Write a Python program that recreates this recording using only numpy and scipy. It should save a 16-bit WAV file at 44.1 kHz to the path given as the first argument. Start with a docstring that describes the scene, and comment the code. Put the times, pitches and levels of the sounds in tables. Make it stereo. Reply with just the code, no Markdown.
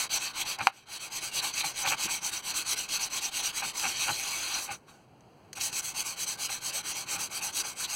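"""A pad of fine abrasive paper wet-sands a curved metal shield by hand, about nine strokes a second.
Grit rasps and hisses with pad speed; the sheet scuffs hollowly and judders where the pad catches.
One hard knock ducks the gain, which creeps back; later one long drag leads into a short rest.
Heard close in a quiet room, in stereo, with the left channel inverted and slightly late."""
import sys
import numpy as np
from scipy import signal
from scipy.fft import rfft, irfft, next_fast_len
from scipy.io import wavfile
from scipy.ndimage import uniform_filter1d, map_coordinates

SR = 44100
rng = np.random.default_rng(int(sys.argv[2]) if len(sys.argv) > 2 else 0)


def file_out(sig):
    """Save sig as 16-bit WAV at sys.argv[1]."""
    # one column per channel
    cols = np.atleast_2d(sig).T
    # limit, then scale
    lim = np.clip(cols, -1, 1)
    pcm = np.round(lim * 32767).astype(np.int16)
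    wavfile.write(sys.argv[1], SR, pcm)


N = 350595
TIME_S = np.arange(N) / SR

# Pad strokes, pull and push in turn: start_s, rasp_db (before STROKE_GAIN_DB)
PAD_STROKES = [(-0.069, -25.5), (0.092, -27.5), (0.188, -32.5), (0.329, -30.5), (0.443, -30.5), (0.57, -37),
               (0.711, -46), (0.856, -32.9), (0.991, -34.5), (1.096, -32.5), (1.202, -34), (1.311, -29.5),
               (1.411, -30.5), (1.525, -28.5), (1.63, -32), (1.734, -31), (1.845, -29), (1.96, -30),
               (2.079, -31.5), (2.202, -33), (2.31, -33), (2.416, -32.5), (2.531, -31), (2.642, -28.5),
               (2.751, -33.5), (2.877, -29.5), (2.986, -31), (3.089, -32.5), (3.204, -32.5), (3.304, -31),
               (3.419, -31.5), (3.521, -31), (3.62, -33.2), (3.729, -34), (3.819, -32.5), (5.551, -43),
               (5.591, -33.5), (5.712, -34.5), (5.814, -37.5), (5.937, -33), (6.033, -37.0), (6.157, -34.8),
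               (6.257, -36), (6.368, -34), (6.481, -35), (6.6, -33.5), (6.718, -33), (6.823, -34.5),
               (6.936, -36.5), (7.056, -33.5), (7.177, -35.5), (7.289, -37.5), (7.406, -35.5),
               (7.518, -33.5), (7.629, -38.5), (7.747, -36.5), (7.869, -36)]
# Hiss over rasp at top speed: time_s, offset_db
HISS_OFFSET = [(0, 0.5), (.8, -3), (1.1, 2), (1.5, 0.5), (2.1, 2.5), (3.8, 1), (5.6, 7), (6.7, 4),
               (7.9, 6.5)]
# Long drag, ending in a faint brush: time_s, rasp_db, hiss_db (before DRAG_GAIN_DB)
LONG_DRAG = [(3.77, -40.5, -34), (3.868, -34.5, -36), (3.95, -39.5, -44.5), (4.012, -33.5, -33),
             (4.154, -38.5, -38.5), (4.582, -34.5, -37), (4.65, -47.5, -37), (4.7, -48, -57),
             (4.718, -39, -40), (4.75, -47, -46.5), (4.802, -93, -76), (4.852, -90, -85),
             (4.888, -59, -59.5), (5.05, -82, -79)]
STROKE_GAIN_DB, DRAG_GAIN_DB = -1, 2.5
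LONGEST_STROKE_S, USUAL_STROKE_S = 0.15, 0.12


def hand(dulling_db, dulling_power):
    """Rasp and hiss envelopes of the strokes and the drag; a slow pad sounds duller."""
    rasp, speed = np.zeros(N), np.zeros(N)
    starts_s, levels_db = np.transpose(PAD_STROKES)
    lengths_s = np.minimum(np.diff(starts_s, append=np.inf), LONGEST_STROKE_S)
    for k, (start_s, length_s, level_db) in enumerate(zip(starts_s, lengths_s, levels_db)):
        on = slice(max(int(start_s * SR), 0), int((start_s + length_s) * SR))
        speed[on], shape = stroke((TIME_S[on] - start_s) / length_s, length_s, push=k % 2 == 1)
        rasp[on] = from_db(level_db + STROKE_GAIN_DB) * shape
    hiss = rasp * from_db(in_time(HISS_OFFSET)[0] - dulling_db * np.abs(1 - speed) ** dulling_power)
    dragging = (TIME_S >= LONG_DRAG[0][0]) & (TIME_S < LONG_DRAG[-1][0])
    drag = from_db(in_time(LONG_DRAG) + DRAG_GAIN_DB) * dragging
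    return np.abs(uniform_filter1d(np.maximum([rasp, hiss], drag), size=150, axis=1))


def stroke(progress, length_s, push, braking_power=0.84, quick_turn_db=-16.5, slow_turn_db=-23.5):
    """Speed and rasp of one stroke: a push peaks late and turns fast, a pull peaks early and eases."""
    crest, rasp_power, lean_db = (0.7, 0.99, 2.5) if push else (0.39, 0.86, -4)
    arc = np.abs(np.sin(np.pi * np.interp(progress, [0, crest, 1], [0, 0.5, 1])))
    speed = arc ** np.where(progress > crest, braking_power, 1)
    turn_rasp = from_db(np.where((progress > crest) == push, quick_turn_db, slow_turn_db))
    rasp_power *= (length_s / USUAL_STROKE_S) ** 1.6  # long strokes linger near the turns
    pressure = from_db(lean_db * (progress - crest))
    return speed, pressure * (turn_rasp + (1 - turn_rasp) * speed ** rasp_power)


# Spectra of grit, sheet scuff and sheet rumble: freq_hz, density_db
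GRIT_SPECTRUM = [(1800, -1), (2100, -4), (2500, -2), (2850, -6), (3550, 2), (4100, -1), (4700, -6),
                 (5700, -2.5), (6700, -4.5), (8800, -6.5), (10000, -11), (12000, -15), (15500, -16)]
SCUFF_SPECTRUM = [(250, -6.5), (480, -8), (680, -5.5), (810, -1), (980, -.5), (1200, -1.5), (1500, 1.5),
                  (1850, -7), (2100, -3.5)]
RUMBLE_SPECTRUM = [(25, 0), (60, -3.5), (110, -3.5), (170, -5.5), (260, -11), (400, -9), (700, -44)]
# Hollow scuff at usual effort: time_s, level_db
SCUFF_CURVE = [(0, -43.5), (6.2, -44.5), (7.2, -42.5), (7.95, -41)]


def sanding(rasp, hiss, pressure_db, flutter_db, rumble_db, usual_rasp_db):
    """Grit scratches metal under wavering pressure; the sheet's lows follow speed less steeply."""
    pressure = from_db(pressure_db * drift(24))
    grit = rasp * from_db(flutter_db * drift(25)) * noise(GRIT_SPECTRUM, 2250, 4830, grain_db=1.0)
    grit += hiss * from_db(flutter_db * drift(25)) * noise(GRIT_SPECTRUM, 4720, 15000, grain_db=0.97)
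    effort = rasp / from_db(usual_rasp_db)
    scuff = from_db(in_time(SCUFF_CURVE)) * effort ** 0.59 * noise(SCUFF_SPECTRUM, 280, 2620)
    rumble = from_db(rumble_db) * effort ** 0.68 * noise(RUMBLE_SPECTRUM, 11, 700)
    return pressure * paper_flex(grit + scuff, depth_db=2.5, width_hz=260, hold_s=0.055) + rumble


def paper_flex(x, depth_db, width_hz, hold_s):
    """The paper bends under the fingers, so narrow resonances come and go."""
    freq_hz, time_s, spectra = signal.stft(x, SR, nperseg=1024)
    bends = rng.standard_normal((200, 600))
    grid = np.meshgrid(freq_hz / width_hz, time_s / hold_s, indexing="ij")
    gain_db = depth_db * map_coordinates(bends, grid, order=3, mode="wrap")
    return signal.istft(spectra * unit_rms(from_db(gain_db)), SR)[1][:, :N]


# Hard grit bites: centre_s, level_db, pitch_hz
HARD_BITES = [(.422, -29.5, 3280), (1.393, -26, 4040), (1.612, -27, 3700), (1.883, -23.5, 3600),
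              (3.038, -26.5, 5700), (3.184, -29, 3570), (3.252, -26, 5730), (3.404, -29.5, 3500),
              (3.467, -27.5, 5670), (7.851, -26.5, 3620)]


def paper_song(weak_bites, width_hz, sigma_s):
    """Where the grit bites, one resonance of the paper stands out."""
    friction, out = noise(GRIT_SPECTRUM, 2000, 12000), np.zeros((2, N))
    for centre_s, level_db, pitch_hz in HARD_BITES + weak_bites:
        on = slice(max(int((centre_s - 0.1) * SR), 0), int((centre_s + 0.1) * SR))
        resonance = signal.iirpeak(pitch_hz, pitch_hz / width_hz, fs=SR)
        voice = unit_rms(signal.lfilter(*resonance, friction[:, on]))
        out[:, on] += from_db(level_db) * bell((TIME_S[on] - centre_s) / sigma_s) * voice
    return out


def chance_bites(rasp, rate_per_s, paper_hz, scatter):
    """Random bites at the rasp's level, near either paper pitch: centre_s, level_db, pitch_hz."""
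    chance, which, detune = rng.random((3, N))
    pitch_hz = np.take(paper_hz, (2 * which).astype(int)) * (1 + scatter * (2 * detune - 1))
    level_db = 20 * np.log10(rasp + 1e-9)
    return [(TIME_S[i], level_db[i], pitch_hz[i]) for i in np.flatnonzero(chance < rate_per_s / SR)]


# Pad catches: centre_s, sigma_s, judder_db, bump_db
PAD_CATCHES = [(0.609, 0.014, -29, -40), (1.442, .017, -38, -62), (1.643, 0.008, -32.5, -45),
               (1.865, 0.018, -28.5, -47), (1.927, 0.013, -26, -48), (2.038, 0.0049, -54, -33),
               (2.089, 0.0077, -31.5, -52), (3.636, 0.017, -35, -48), (3.853, 0.013, -27, -41),
               (4.092, 0.014, -25.5, -38.5), (4.572, .018, -37.5, -56), (4.705, 0.02, -37.5, -47.5),
               (5.579, 0.0078, -38.5, -56), (6.499, 0.0055, -36.5, -58), (7.17, .05, -42, -49),
               (7.428, 0.042, -45, -56), (7.648, 0.0087, -39, -60)]
# Spectra of sheet judder and support bump: freq_hz, density_db
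JUDDER_SPECTRUM = [(400, -27), (560, -11), (680, -15), (810, 0.5), (1000, -9.5), (1450, -4.5),
                   (1900, -12.5), (2500, -5.5), (3000, -14.5)]
BUMP_SPECTRUM = [(30, -26), (70, -7), (110, 2.5), (170, -5.5), (300, -7.5), (600, -17)]


def catches(bump_lag_s, bump_stretch):
    """The pad grips; the sheet judders, then bumps on its support."""
    centre_s, sigma_s, judder_db, bump_db = np.transpose(PAD_CATCHES)
    judder = swells(centre_s, sigma_s, judder_db) * noise(JUDDER_SPECTRUM, 460, 3900, grain_db=4.0)
    bump = swells(centre_s + bump_lag_s, sigma_s * bump_stretch, bump_db) * noise(BUMP_SPECTRUM, 40, 660)
    return judder + bump


def sheet_ring(x, ring_db, t60_s, top_hz):
    """The sheet's dense modes ring briefly after each scratch; the hand damps the high ones."""
    age_s = TIME_S[:N // 60]
    tail = rng.standard_normal(len(age_s)) * from_db(-60 * age_s / t60_s)
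    tail /= np.sqrt(np.sum(tail ** 2))
    tail = signal.sosfilt(signal.butter(2, top_hz, fs=SR, output="sos"), tail)
    return x + from_db(ring_db) * signal.fftconvolve(x, tail[None], axes=1)[:, :N]


# Sharp ticks: start_s, level_db
SHARP_TICKS = [(.587, -33.5), (2.889, -31.5), (3.796, -23), (3.999, -29), (5.207, -57.5), (5.53, -30.5),
               (5.61, -24), (5.728, -27.5)]
# Tick spectrum: freq_hz, density_db
TICK_SPECTRUM = [(1800, -0.5), (2500, -10), (3500, -4), (6200, 1.5), (9000, -10.5), (15500, -18.5)]


def ticks(decay_s):
    """Short sharp ticks, some at the start of a stroke."""
    envelope = sum(from_db(level_db) * (TIME_S >= start_s) * np.exp(-np.abs(TIME_S - start_s) / decay_s)
                   for start_s, level_db in SHARP_TICKS)
    return envelope * noise(TICK_SPECTRUM, 1660, 15000)


# Shield knocks: start_s, gain_db
SHIELD_KNOCKS = [(0.6709, -1)]
# Shield modes: pitch_hz, relative_db, t60_s
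SHIELD_MODES = [(786, -15, 0.058), (916, -10, 0.017), (1120, -34, .025), (2560, -25, 0.037),
                (3260, -38, .0315)]


def knock(contact_s, crack_db, ring_db, rattle_db, rattle_t60_s):
    """The shield hits something hard, flexes in and out once, then rings and rattles."""
    out = np.zeros((2, N))
    age_s = TIME_S[:N // 20]
    for start_s, gain_db in SHIELD_KNOCKS:
        flex = age_s / contact_s - 3
        crack = from_db(crack_db) * flex * bell(flex)
        ring = sum(from_db(ring_db + mode_db - 60 * age_s / t60_s) * np.sin(2 * np.pi * pitch_hz * age_s)
                   for pitch_hz, mode_db, t60_s in SHIELD_MODES)
        rattle = noise(JUDDER_SPECTRUM, 420, 4000)[:, :len(age_s)]
        rattle *= from_db(rattle_db - 60 * age_s / rattle_t60_s)
        start = int(start_s * SR)
        out[:, start:start + len(age_s)] += from_db(gain_db) * (crack + ring + rattle)
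    return out


# Room spectrum: freq_hz, density_db
ROOM_SPECTRUM = [(25, -20), (60, -9), (120, 2), (200, -5), (370, -8), (600, -14), (750, -10.5),
                 (1100, -19.5), (2000, -24.5), (3500, -27.5), (6000, -34.5), (15000, -45.5)]
# Room noise: time_s, level_db
ROOM_CURVE = [(0, -54), (5.1, -55), (5.45, -52), (7.95, -53)]


def room():
    """Quiet, mostly low room noise."""
    return from_db(in_time(ROOM_CURVE)) * noise(ROOM_SPECTRUM, 20, 17000)


# Extra phase of the left channel: freq_hz, phase_rad
LEFT_PHASE = [(120, -0.078), (300, -0.23), (500, -.52), (850, -0.31), (1200, 0.6), (1500, 0.93),
              (2100, -0.026)]


def stereo(x, lag_s, sway_samples):
    """The left channel is phase-shifted, late and inverted; its lag sways slightly."""
    size = next_fast_len(N)
    freq_hz = np.arange(1, size // 2 + 2) * SR / size
    left = irfft(rfft(x[0], size) * np.exp(1j * at_hz(LEFT_PHASE, freq_hz)), size)
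    read_at = np.arange(N) - lag_s * SR + sway_samples * drift(5.6)
    return np.array([-map_coordinates(left, [read_at], order=5), x[1]])


# Likeness of the two channels, before lag and inversion: freq_hz, correlation
CHANNEL_CORRELATION = [(100, 0.67), (400, 0.28), (800, .85), (1700, 0.48), (3500, 0.99), (5300, 0.97),
                       (6200, 0.94), (10000, 0.81), (13000, 0.22)]


def noise(spectrum, low_hz, high_hz, grain_db=0):
    """Coloured stereo noise, rms 1; grain_db clumps it into grains."""
    size = next_fast_len(N)
    freq_hz = np.arange(1, size // 2 + 2) * SR / size
    mid, side = rfft(rng.standard_normal((2, N)) * from_db(grain_db * drift(400)), size)
    band = ((1 + (low_hz / freq_hz) ** 12) * (1 + (freq_hz / high_hz) ** 12)) ** -0.5
    correlation = at_hz(CHANNEL_CORRELATION, freq_hz)
    pair = np.sqrt(1 + correlation) * mid + np.sqrt(1 - correlation) * side * [[1], [-1]]
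    return unit_rms(irfft(pair * band * from_db(at_hz(spectrum, freq_hz)), size)[:, :N])


def drift(rate_hz):
    """Smooth random motion, rms 1."""
    freq_hz = np.arange(N // 2 + 1) * SR / N
    return unit_rms(irfft(rfft(rng.standard_normal(N)) / (1 + (freq_hz / rate_hz) ** 2), N))


def swells(centres_s, sigmas_s, levels_db):
    """Sum of bell-shaped envelopes."""
    return sum(from_db(level_db) * bell((TIME_S - centre_s) / sigma_s)
               for centre_s, sigma_s, level_db in zip(centres_s, sigmas_s, levels_db))


def at_hz(table, freq_hz):
    """Interpolate a table in log frequency."""
    known_hz, values = np.transpose(table)
    return np.interp(np.log(freq_hz), np.log(known_hz), values)


def in_time(table):
    """Interpolate each value column in time."""
    known_s, *columns = np.transpose(table)
    return np.array([np.interp(TIME_S, known_s, column) for column in columns])


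def bell(x):
    return np.exp(-0.5 * x ** 2)


def from_db(db):
    return 10 ** (np.asarray(db) / 20)


def unit_rms(x):
    return x / np.sqrt(np.mean(x ** 2) + 1e-20)


def scene():
    """Close sanding and one knock over room noise."""
    rasp, hiss = hand(dulling_db=10, dulling_power=1.62)
    rub = sanding(rasp, hiss, pressure_db=0.71, flutter_db=0.82, rumble_db=-56, usual_rasp_db=-35.5)
    rub += catches(bump_lag_s=0.019, bump_stretch=1.15)
    weak_bites = chance_bites(rasp, rate_per_s=5.1, paper_hz=(3570, 5930), scatter=0.03)
    rub += paper_song(weak_bites, width_hz=390, sigma_s=0.0091)
    work = sheet_ring(rub, ring_db=-10, t60_s=0.065, top_hz=3520) + ticks(decay_s=0.0045)
    work += knock(contact_s=0.000088, crack_db=10, ring_db=3, rattle_db=-23.5, rattle_t60_s=0.13)
    return stereo(work + room(), lag_s=0.000561, sway_samples=0.2)


def gain_control(x, threshold_db, attack_s, recovery_db_per_s):
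    """A peak over the threshold ducks the gain fast; it climbs back at a steady rate."""
    peak_db = 20 * np.log10(np.abs(x).max(axis=0) + 1e-9)
    excess_db = np.maximum(peak_db - threshold_db, 0)
    climb_db = recovery_db_per_s * TIME_S
    held_db = np.maximum.accumulate(excess_db + climb_db) - climb_db
    pole = np.exp(-1 / (attack_s * SR))
    return x * from_db(-signal.lfilter([1 - pole], [1, -pole], held_db))


def record(dry):
    """The knock clips at full scale and ducks the gain; a steep low-pass cuts the top."""
    ducked = gain_control(np.clip(dry, -1, 1), threshold_db=-8.5, attack_s=0.019, recovery_db_per_s=14)
    cutoff_hz = 15900
    return signal.sosfilt(signal.ellip(12, 0.1, 80, cutoff_hz, fs=SR, output="sos"), ducked)


dry = scene()
out = record(dry)
file_out(out)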